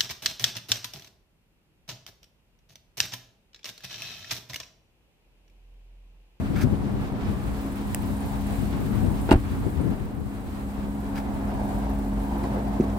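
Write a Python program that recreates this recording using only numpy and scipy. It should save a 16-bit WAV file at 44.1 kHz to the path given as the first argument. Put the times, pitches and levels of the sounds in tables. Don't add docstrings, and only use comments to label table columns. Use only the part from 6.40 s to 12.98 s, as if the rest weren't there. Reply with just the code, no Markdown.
import sys
import numpy as np
from scipy import signal
from scipy.fft import rfft, irfft, next_fast_len
from scipy.io import wavfile

SR = 44100
rng = np.random.default_rng(int(sys.argv[2]) if len(sys.argv) > 2 else 0)


def transcribe(signal):
    frames = np.atleast_2d(signal).T
    limited = np.clip(frames, -1, 1)
    pcm = np.round(limited * 32767).astype(np.int16)
    wavfile.write(sys.argv[1], SR, pcm)


N = 290178

# closest_s, tyre_roar_db, half_width_s, roar_centre_hz
CAR_PASSES = [(.35, -46.5, 0.15, 714), (1.1, -47.5, 0.46, 860), (1.95, -42.5, 0.4, 760),
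              (2.8, -43, 0.11, 760), (4.65, -46.5, 0.23, 800), (5.3, -37.5, 0.41, 737),
              (6.0, -39.5, 0.18, 835), (6.36, -37, 0.37, 670)]
# frequency_hz, relative_db_per_hz
TYRE_SPECTRUM = [(300, -11), (600, 5.5), (1050, 5.5), (1300, -17), (1600, 0), (2100, -7), (4000, -6)]
DOPPLER_SHARE = .06
# time_s, level_db, tilt_db_per_octave above the knee
RUMBLE_COURSE = [(0.0, -33.5, 1.5), (0.3, -33, 1), (0.9, -34, 2), (1.9, -36.5, 3.5), (2.3, -34.5, 3.5),
                 (2.6, -34, 2), (3.0, -36.5, 2.5), (3.5, -33.5, 1), (3.8, -39.5, 1), (4.12, -38, 2),
                 (4.6, -35.5, 0.5), (5.2, -31, -1.5), (5.7, -33.5, 0), (6.1, -30.5, -2), (6.58, -33, -2)]
# frequency_hz, relative_db_per_hz
RUMBLE_SPECTRUM = [(22, -34), (38, 0), (66, -2), (150, -9), (240, -6), (330, -10), (533, -16), (739, -15.5),
                   (1280, -23.5), (1620, -27), (2570, -33.5), (7000, -49), (9100, -83), (15400, -120)]
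RUMBLE_KNEE_HZ, ROAD_LAG_S = 1000, .0002
# frequency_hz, correlation (0 to 1)
PORT_CORRELATION = [(40, 0.97), (300, 0.99), (700, 0.37), (1200, 0.21), (3000, 0.22), (12000, 0.073)]

# time_s, exhaust_boom_db, fan_tone_db
HUM_COURSE = [(0.0, -46, -28.5), (0.5, -55, -32.5), (0.9, -38, -32), (1.25, -36, -31.5), (2.1, -32, -30),
              (2.85, -31.5, -31), (3.3, -35, -38.5), (3.75, -43, -35.5), (4.1, -34.5, -33.5),
              (4.65, -34, -30.5), (5.25, -31, -28.5), (5.55, -24, -27.5), (5.9, -28.5, -28.5),
              (6.58, -28, -28)]
# multiple of the fan rate, level_db, waver_db
FAN_TONES = [(3, -0.5, 0.84), (4, -4.5, 1)]
BOOM_HZ, BOOM_WIDTH_HZ, FAN_HZ = 56.83, 6.17, 68.47

# time_s, hiss_db, tick_db above the hiss
BAY_COURSE = [(0.0, -58, -10), (0.8, -59, -4), (1.24, -53.5, 0), (1.7, -52, 0.5), (2.33, -51.5, -0.5),
              (3.41, -55.5, -2), (3.6, -59, -3), (4.0, -58.5, -3.5), (5.35, -56, -1), (6.58, -56, -3)]
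# frequency_hz, relative_db_per_hz
HISS_SPECTRUM = [(2350, -37), (4000, 1.5), (4500, -5.5), (5800, -7), (7000, 0.5), (7900, 4), (9500, 1),
                 (11000, 1), (12800, 0), (14600, 1), (16000, -5)]
# time_s, engine_cycles_per_s
IDLE_SPEED = [(0, 6.69), (3, 6.70), (6.58, 6.725)]
# share of the cycle, level_db
INJECTOR_TICKS = [(0, 0), (.255, 1), (.36, -5), (.61, -1)]
# centre_hz, width_hz, level_db
TICK_RESONANCES = [(9200, 1200, 2), (11200, 1000, -3), (12200, 1200, 4), (13600, 1400, 0), (15200, 1200, 2)]
CYCLE_START_S = 1.6165
TICK_GAIN_DB = 11

# time_s, buffet_db before the left-right split
BREEZE_COURSE = [(0, -32.5), (.9, -30.5), (1.2, -35.5), (1.5, -33.5), (2.2, -32.5), (2.9, -29.5),
                 (3.5, -35), (3.7, -36.5), (4.4, -40.5), (5.2, -35.5), (5.7, -44), (6.58, -40)]
# frequency_hz, relative_db_per_hz
BREEZE_SPECTRUM = [(21, -28), (36, 0), (59, 1.5), (116, 2.5), (207, -7.5), (279, -6), (562, -29.5),
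                   (609, -55), (900, -29), (1170, -24.5), (1980, -120)]
# top_s, level_db before the left-right split, half_width_s
GUST_EVENTS = [(0.0, -30.5, 0.064), (.11, -27, 0.023), (0.156, -23.5, 0.035), (0.251, -20, 0.047),
               (0.329, -23, 0.024), (.45, -30, 0.07), (.57, -33, 0.082), (.9, -33.5, 0.065),
               (2.1, -39.5, 0.064), (2.23, -31.5, 0.054), (2.45, -32, 0.22), (2.65, -26.5, 0.11),
               (3.13, -30.5, 0.03), (3.271, -25, 0.03), (3.399, -25.5, 0.048), (3.48, -26, 0.064),
               (3.8, -34, 0.063), (4.13, -39.5, 0.022), (4.84, -43, 0.04)]
# frequency_hz, relative_db_per_hz
GUST_SPECTRUM = [(30, -26), (60, 2.5), (120, 0.5), (230, -3), (330, -8), (520, -22.5), (900, -37),
                 (2000, -90)]
BREEZE_LEFT_DB, GUST_LEFT_DB = 4.5, 12.5

# start_s, length_s, sole_rub_db and grit_db at the end of the drag
SHOE_DRAGS = [(0.152, 0.022, -38, -49), (0.179, 0.024, -38.5, -49), (.205, .028, -36.5, -41.5),
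              (4.749, 0.019, -39, -51), (4.771, .013, -38, -46), (4.794, .006, -44, -55)]
# centre_hz, width_hz, level_db
SOLE_MODES = [(800, 300, -1.5), (1310, 220, 1), (1650, 230, 1.5), (2190, 340, -2), (2560, 400, -7),
              (3300, 700, -8.5)]
# centre_hz, width_hz, level_db
GRIT_MODES = [(3900, 600, -1.5), (4900, 620, 2), (6000, 770, -2), (8000, 2500, -1.5), (11600, 2700, -1),
              (14600, 2000, -1.5)]
SCUFF_ATTACK_S, SCUFF_RELEASE_S = 0.0086, 0.026
SOLE_SWELL_DB, GRIT_SWELL_DB = 2.5, 1.5

# frequency_hz, level_db, t60_s, left_minus_right_db
SNAP_MODES = [(725, -6, 0.013, 6), (1270, -6, 0.0047, 2), (1860, 0.5, 0.0067, -5), (2750, 1, 0.0039, -5),
              (4970, -8, 0.0034, -10), (7800, 6.5, 0.0031, 13.5), (9600, -14, .003, -1),
              (10700, 6, 0.0024, -8), (12800, -10, .003, -6), (14900, 6, .0025, -11)]
SNAP_S, SNAP_DB = 1.5469, -24

# start_s, panel_db, contact_cutoff_hz, seal_crunch_db, latch_click_db,
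# ring share (scales each panel t60), cabin_air_db, push direction (1 or -1)
DOOR_CONTACTS = [(2.89, -26, 900, -22, -85, 0.95, -6, 1), (2.9096, -35, 3000, -22, -52, .5, -10, -1),
                 (2.9146, -12.5, 1600, -25, -55.5, 0.18, -6, -1),
                 (2.9162, -15, 2500, -31, -56, 0.43, -3, 1), (2.9226, -27, 700, -34, -52, 0.46, 0, -1),
                 (2.926, -24, 500, -36, -55.5, 0.41, 2, 1), (2.9301, -19, 350, -40, -62, 0.9, 8, 1),
                 (2.9386, -17.5, 590, -30, -68, 0.38, 5, -1), (2.9560, -12, 200, -37, -77, 0.19, 9.5, 1)]
# frequency_hz, level_db, full_t60_s
PANEL_MODES = [(42, -14, 0.22), (77, -2, 0.11), (117, -20, 0.12), (193, -18, 0.12), (265, -31, 0.17),
               (292, -1, 0.27), (333, -1, 0.28), (372, 0.5, 0.18), (447, -4.5, 0.134), (574, -7, 0.06),
               (670, 1.5, 0.11), (760, -3.5, 0.14), (830, 2, 0.11), (880, -2, 0.053), (1180, -12, 0.041),
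               (1380, -3, 0.14), (2340, -9, 0.07)]
# frequency_hz, relative_db_per_hz
CRUNCH_SPECTRUM = [(300, -11), (500, 0.5), (850, 0.5), (1200, -9), (1500, -5.5), (2000, -14), (2800, -17.5),
                   (4300, -29), (7000, -50)]
# frequency_hz, level_db, t60_s
LATCH_MODES = [(1520, -2, .02), (2220, 2, .02), (2520, 6, .016), (2800, 8.5, .02), (3230, 5.5, .016),
               (3840, 2.5, 0.014), (4400, 3.5, 0.013), (5000, 1, 0.0072), (5930, 1.5, 0.0059),
               (7500, 3, 0.0073), (8300, 6, 0.0067), (9400, 3, .005), (11000, 0, .004), (13500, -2, .003)]
CABIN_BELOW_HZ = 150
CRUNCH_T60_S, LATCH_T60_S = 0.075, 0.021
LATCH_SPREAD_DB, PANEL_SPREAD_DB = 3, 0.99

# frequency_hz, level_db, t60_s
HANDLE_MODES = [(258, 2, 0.11), (380, 2, .06), (1000, 1, .02), (1900, -9, .008), (2800, -13, .006),
                (4050, -13, 0.014)]
HANDLE_S, HANDLE_DB = 6.038, -40

# start_s, panel_db, latch_click_db
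RELEASE_CONTACTS = [(6.3988, -9.5, -54), (6.4070, -13, -42), (6.44, -23, -51), (6.4973, -29, -44.5)]
# frequency_hz, level_db, t60_s
FRONT_PANEL_MODES = [(155, -24, .06), (224, 3, 0.027), (313, 8, 0.026), (358, 2.5, 0.033), (428, -29, .03)]
# frequency_hz, relative_db_per_hz
FRONT_LATCH_SPECTRUM = [(1500, 0.5), (2500, 7), (4000, -8), (5800, 0), (8000, -10), (14000, -18)]

LOWPASS_HZ = 15870


def from_db(db):
    return 10 ** (np.asarray(db) / 20)


def rms_one(x):
    return x / np.sqrt(np.mean(x ** 2) + 1e-20)


def in_time(rows):
    s, *columns = np.transpose(rows)
    return [np.interp(np.arange(N) / SR, s, c) for c in columns]


def at_hz(points, hz):
    known_hz, values = np.array(points).T
    return np.interp(np.log(hz), np.log(known_hz), values)


def sides(pan_db):
    return from_db([pan_db / 2, -pan_db / 2])


def drift(corner_hz):
    r = np.exp(-80 * np.pi * corner_hz / SR)
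    noise = rng.standard_normal(N // 40 + 2002)
    slow = signal.lfilter([1], [1, -2 * r, r * r], noise)[2000:]
    return np.interp(np.arange(N) / 40, np.arange(len(slow)), rms_one(slow))


def bump(s, half_s):
    return 1 / (1 + ((np.arange(N) / SR - s) / half_s) ** 2) ** 2


def dying(size, level_db, t60, rise_s):
    t = np.arange(size) / SR
    return from_db(level_db - 60 * t / t60) * (1 - np.exp(-t / rise_s))


def ring(clicks, hz, t60):
    r, w = from_db(-60 / (t60 * SR)), 2 * np.pi * hz / SR
    return signal.lfilter([0, np.sin(w)], [1, -2 * r * np.cos(w), r * r], clicks + 1e-18)


def resonate(x, hz, width_hz):
    r = np.exp(-np.pi * width_hz / SR)
    poles = [1, -2 * r * np.cos(2 * np.pi * hz / SR), r * r]
    return signal.lfilter(np.array([1, 0, -1]) * (1 - r * r) / 2, poles, x)


def swept(x, hz, width_hz, size=256):
    out, state, r = np.zeros_like(x), np.zeros((2, 2)), np.exp(-np.pi * width_hz / SR)
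    for i in range(0, N, size):
        poles = [1, -2 * r * np.cos(2 * np.pi * hz[i] / SR), r * r]
        out[:, i:i + size], state = signal.lfilter([1, 0, -1], poles, x[:, i:i + size], zi=state)
    return rms_one(out)


def coloured(spectrum, correlation):
    size = next_fast_len(N)
    hz = np.maximum(np.arange(size // 2 + 1) * SR / size, 1)
    gain = from_db(at_hz(spectrum, hz)) * (hz > spectrum[0][0] / 2)
    mid, side = rfft(rng.standard_normal((2, size)))
    if not np.isscalar(correlation):
        correlation = at_hz(correlation, hz)
    alike = np.clip(correlation, 0, 1)
    both = gain * (np.sqrt(1 + alike) * mid + np.sqrt(1 - alike) * side * [[1], [-1]])
    return rms_one(irfft(both, size)[:, :N])


def tilted(x, knee_hz, tilt_db, patchy_db):
    out, rest = 0, x
    for k in range(-3, 4):
        lowpass = signal.butter(1, knee_hz * 2. ** k, fs=SR, output="sos")
        band = signal.sosfiltfilt(lowpass, rest)
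        out = out + band * from_db(max(k, 0) * tilt_db + patchy_db * drift(9.6))
        rest = rest - band
    return out + rest * from_db(0.45 * tilt_db)


def late_left(x, lag_s):
    n = np.arange(N)
    return np.array([np.interp(n - lag_s * SR, n, x[0]), x[1]])


def wind():
    breeze_db = in_time(BREEZE_COURSE)[0] + [2.95 * drift(15.5), 4.2 * drift(10.4)]
    breeze = from_db(breeze_db) * sides(BREEZE_LEFT_DB)[:, None]
    swells = sum(from_db(db) * bump(s, half_s) for s, db, half_s in GUST_EVENTS)
    flutter = from_db(0.99 * drift(29.0))
    gusts = swells * flutter * sides(GUST_LEFT_DB)[:, None]
    return breeze * coloured(BREEZE_SPECTRUM, .05) + gusts * coloured(GUST_SPECTRUM, 0.05)


def road():
    rumble_db, tilt_db = in_time(RUMBLE_COURSE)
    rumble = coloured(RUMBLE_SPECTRUM, PORT_CORRELATION)
    rumble = tilted(rumble, RUMBLE_KNEE_HZ, tilt_db, patchy_db=2.5)
    n, power, weighted_hz = np.arange(N), 0, 0
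    for s, level_db, half_s, centre_hz in CAR_PASSES:
        near = from_db(2 * level_db) * bump(s, half_s)
        doppler = 1 - DOPPLER_SHARE * np.tanh((n / SR - s) / half_s)
        power = power + near
        weighted_hz = weighted_hz + near * centre_hz * doppler
    tyre_hz = weighted_hz / power
    direct = swept(coloured(TYRE_SPECTRUM, PORT_CORRELATION), tyre_hz, 530.0)
    bounce = np.array([np.interp(n - SR / tyre_hz, n, side) for side in direct])
    tyres = rms_one(direct + 0.3 * bounce) * from_db(1.66 * drift(16.0))
    return late_left(from_db(rumble_db) * rumble + np.sqrt(power) * tyres, ROAD_LAG_S)


def hum():
    boom_db, fan_db = in_time(HUM_COURSE)
    t = np.arange(N) / SR
    boom_hz = BOOM_HZ + BOOM_WIDTH_HZ / 2 * drift(3.56)
    boom = np.sin(2 * np.pi * np.cumsum(boom_hz) / SR) * from_db(1.2 * drift(1.4))
    fan = 0
    for multiple, level_db, waver_db in FAN_TONES:
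        fan_phase = 2 * np.pi * FAN_HZ * t + 0.098 * drift(3.9)
        fan = fan + np.sin(multiple * fan_phase) * from_db(level_db + waver_db * drift(3.6))
    mono = from_db(boom_db) * boom + from_db(fan_db) * fan
    return late_left(np.array([mono, mono]), ROAD_LAG_S)


def engine_bay():
    hiss_db, tick_db = in_time(BAY_COURSE)
    cycles = np.cumsum(in_time(IDLE_SPEED)[0]) / SR
    cycles -= cycles[int(CYCLE_START_S * SR)]
    rise, fall = np.exp(-1 / (0.0019 * SR)), np.exp(-1 / (0.0095 * SR))
    noise, ticks = rng.standard_normal((2, N)), 0
    for hz, width_hz, mode_db in TICK_RESONANCES:
        pulses = np.zeros(N)
        for share, level_db in INJECTOR_TICKS:
            at = np.flatnonzero(np.diff(np.floor(cycles - share)))
            strength_db = rng.normal(0, 3.0, 60)[:len(at)]
            pulses[at] = from_db(level_db + mode_db + strength_db)
        shape = signal.lfilter([1 - rise], np.convolve([1, -rise], [1, -fall]), pulses)
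        ticks = ticks + resonate(resonate(shape * noise, hz, width_hz), hz, 2 * width_hz)
    hiss = coloured(HISS_SPECTRUM, 0.021) * from_db(1.35 * drift(4.7))
    return from_db(hiss_db) * (hiss + from_db(tick_db + TICK_GAIN_DB) * ticks)


def cracked(modes, per_s):
    out = 0
    for hz, width_hz, level_db in modes:
        grain_db = 2.9 * np.minimum(rng.exponential(1, N), 3)
        grains = (rng.random(N) < per_s / SR) * from_db(grain_db)
        noise = rng.standard_normal(N) + 1.3 * rng.standard_normal((2, N))
        crunch = (grains + 0.31) * noise
        body = resonate(resonate(crunch, hz, width_hz), hz, 2 * width_hz)
        out = out + from_db(level_db) * rms_one(body)
    return rms_one(out)


def scuffs():
    t, out = np.arange(N) / SR, np.zeros((2, N))
    sole, grit = cracked(SOLE_MODES, per_s=240.0), cracked(GRIT_MODES, per_s=690.0)
    for s, length_s, sole_db, grit_db in SHOE_DRAGS:
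        to_go = np.clip(1 - (t - s) / length_s, 0, 1)
        attack = np.clip((t - s) / SCUFF_ATTACK_S, 0, 1)
        touch = attack * np.clip(1 - (t - s - length_s) / SCUFF_RELEASE_S, 0, 1) ** 2
        out += touch * from_db(sole_db - SOLE_SWELL_DB * to_go) * sole
        out += touch * from_db(grit_db - GRIT_SWELL_DB * to_go) * grit
    return out


def snap():
    clicks = np.zeros(N)
    clicks[int(SNAP_S * SR) + np.array([0, 16])] = from_db(SNAP_DB) * np.array([.5, 1])
    rings = 0
    for hz, level_db, t60, pan_db in SNAP_MODES:
        rings = rings + from_db(level_db) * sides(pan_db)[:, None] * ring(clicks, hz, t60)
    return late_left(rings, .00007)


def soft_push(size, level_db, cut_hz):
    pad = np.exp(-2 * np.pi * cut_hz / SR)
    click = np.arange(size) == 0
    return signal.lfilter([from_db(level_db) * (1 - pad) ** 2], [1, -2 * pad, pad * pad], click)


def latch(size, level_db, colour_db):
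    noise = .5 * rng.standard_normal(size) + rng.standard_normal((2, size))
    rattle = dying(size, level_db, LATCH_T60_S, 0.00042) * noise
    out = 0
    for (hz, mode_db, t60), extra_db in zip(LATCH_MODES, colour_db):
        out = out + from_db(mode_db + extra_db) * ring(rattle, hz, t60)
    return out


def rear_door():
    out, size = np.zeros((2, N)), int(.4 * SR)
    crunch = coloured(CRUNCH_SPECTRUM, 0.23) * from_db(2.3 * drift(200.0))
    latch_spread = rng.normal(0, LATCH_SPREAD_DB, (len(DOOR_CONTACTS), len(LATCH_MODES)))
    panel_spread = rng.normal(0, PANEL_SPREAD_DB, (len(DOOR_CONTACTS), len(PANEL_MODES)))
    for contact, colour_db, metal_db in zip(DOOR_CONTACTS, panel_spread, latch_spread):
        s, panel_db, cut_hz, crunch_db, click_db, ring_share, cabin_db, direction = contact
        span = slice(int(s * SR), int(s * SR) + size)
        push = direction * soft_push(size, panel_db, cut_hz)
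        for (hz, level_db, t60), extra_db in zip(PANEL_MODES, colour_db):
            gain = from_db(level_db + extra_db + cabin_db * (hz < CABIN_BELOW_HZ))
            out[:, span] += gain * ring(push, hz, t60 * ring_share)
        out[:, span] += dying(size, crunch_db, CRUNCH_T60_S, 0.0013) * crunch[:, span]
        out[:, span] += latch(size, click_db, metal_db)
    return late_left(out[::-1], 0.00018)[::-1]


def handle():
    contact, size = np.zeros(N), int(0.024 * SR)
    burst = dying(size, HANDLE_DB, 0.022, 0.0025) * rng.standard_normal(size)
    contact[int(HANDLE_S * SR):][:size] = burst
    return sum(from_db(db) * ring(contact, hz, t60) for hz, db, t60 in HANDLE_MODES)


def front_latch_release():
    out, size = np.zeros((2, N)), int(.075 * SR)
    click = coloured(FRONT_LATCH_SPECTRUM, .4)
    highpass = signal.butter(3, 175, "high", fs=SR, output="sos")
    for s, panel_db, click_db in RELEASE_CONTACTS:
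        span = slice(int(s * SR), int(s * SR) + size)
        push = soft_push(size, panel_db, 280.0)
        knock = sum(from_db(db) * ring(push, hz, t60) for hz, db, t60 in FRONT_PANEL_MODES)
        out[:, span] += signal.sosfilt(highpass, knock)
        out[:, span] += dying(size, click_db, 0.051, .001) * click[:, span]
    return out


def scene():
    continuous = wind() + road() + hum() + engine_bay()
    return continuous + scuffs() + snap() + rear_door() + handle() + front_latch_release()


def record(dry):
    highpass = signal.butter(1, 18, "high", fs=SR, output="sos")
    lowpass = signal.ellip(10, .5, 45, LOWPASS_HZ, fs=SR, output="sos")
    clipped = np.clip(signal.sosfilt(highpass, dry), -1, 1)
    return signal.sosfilt(lowpass, clipped)


dry = scene()
out = record(dry)
transcribe(out)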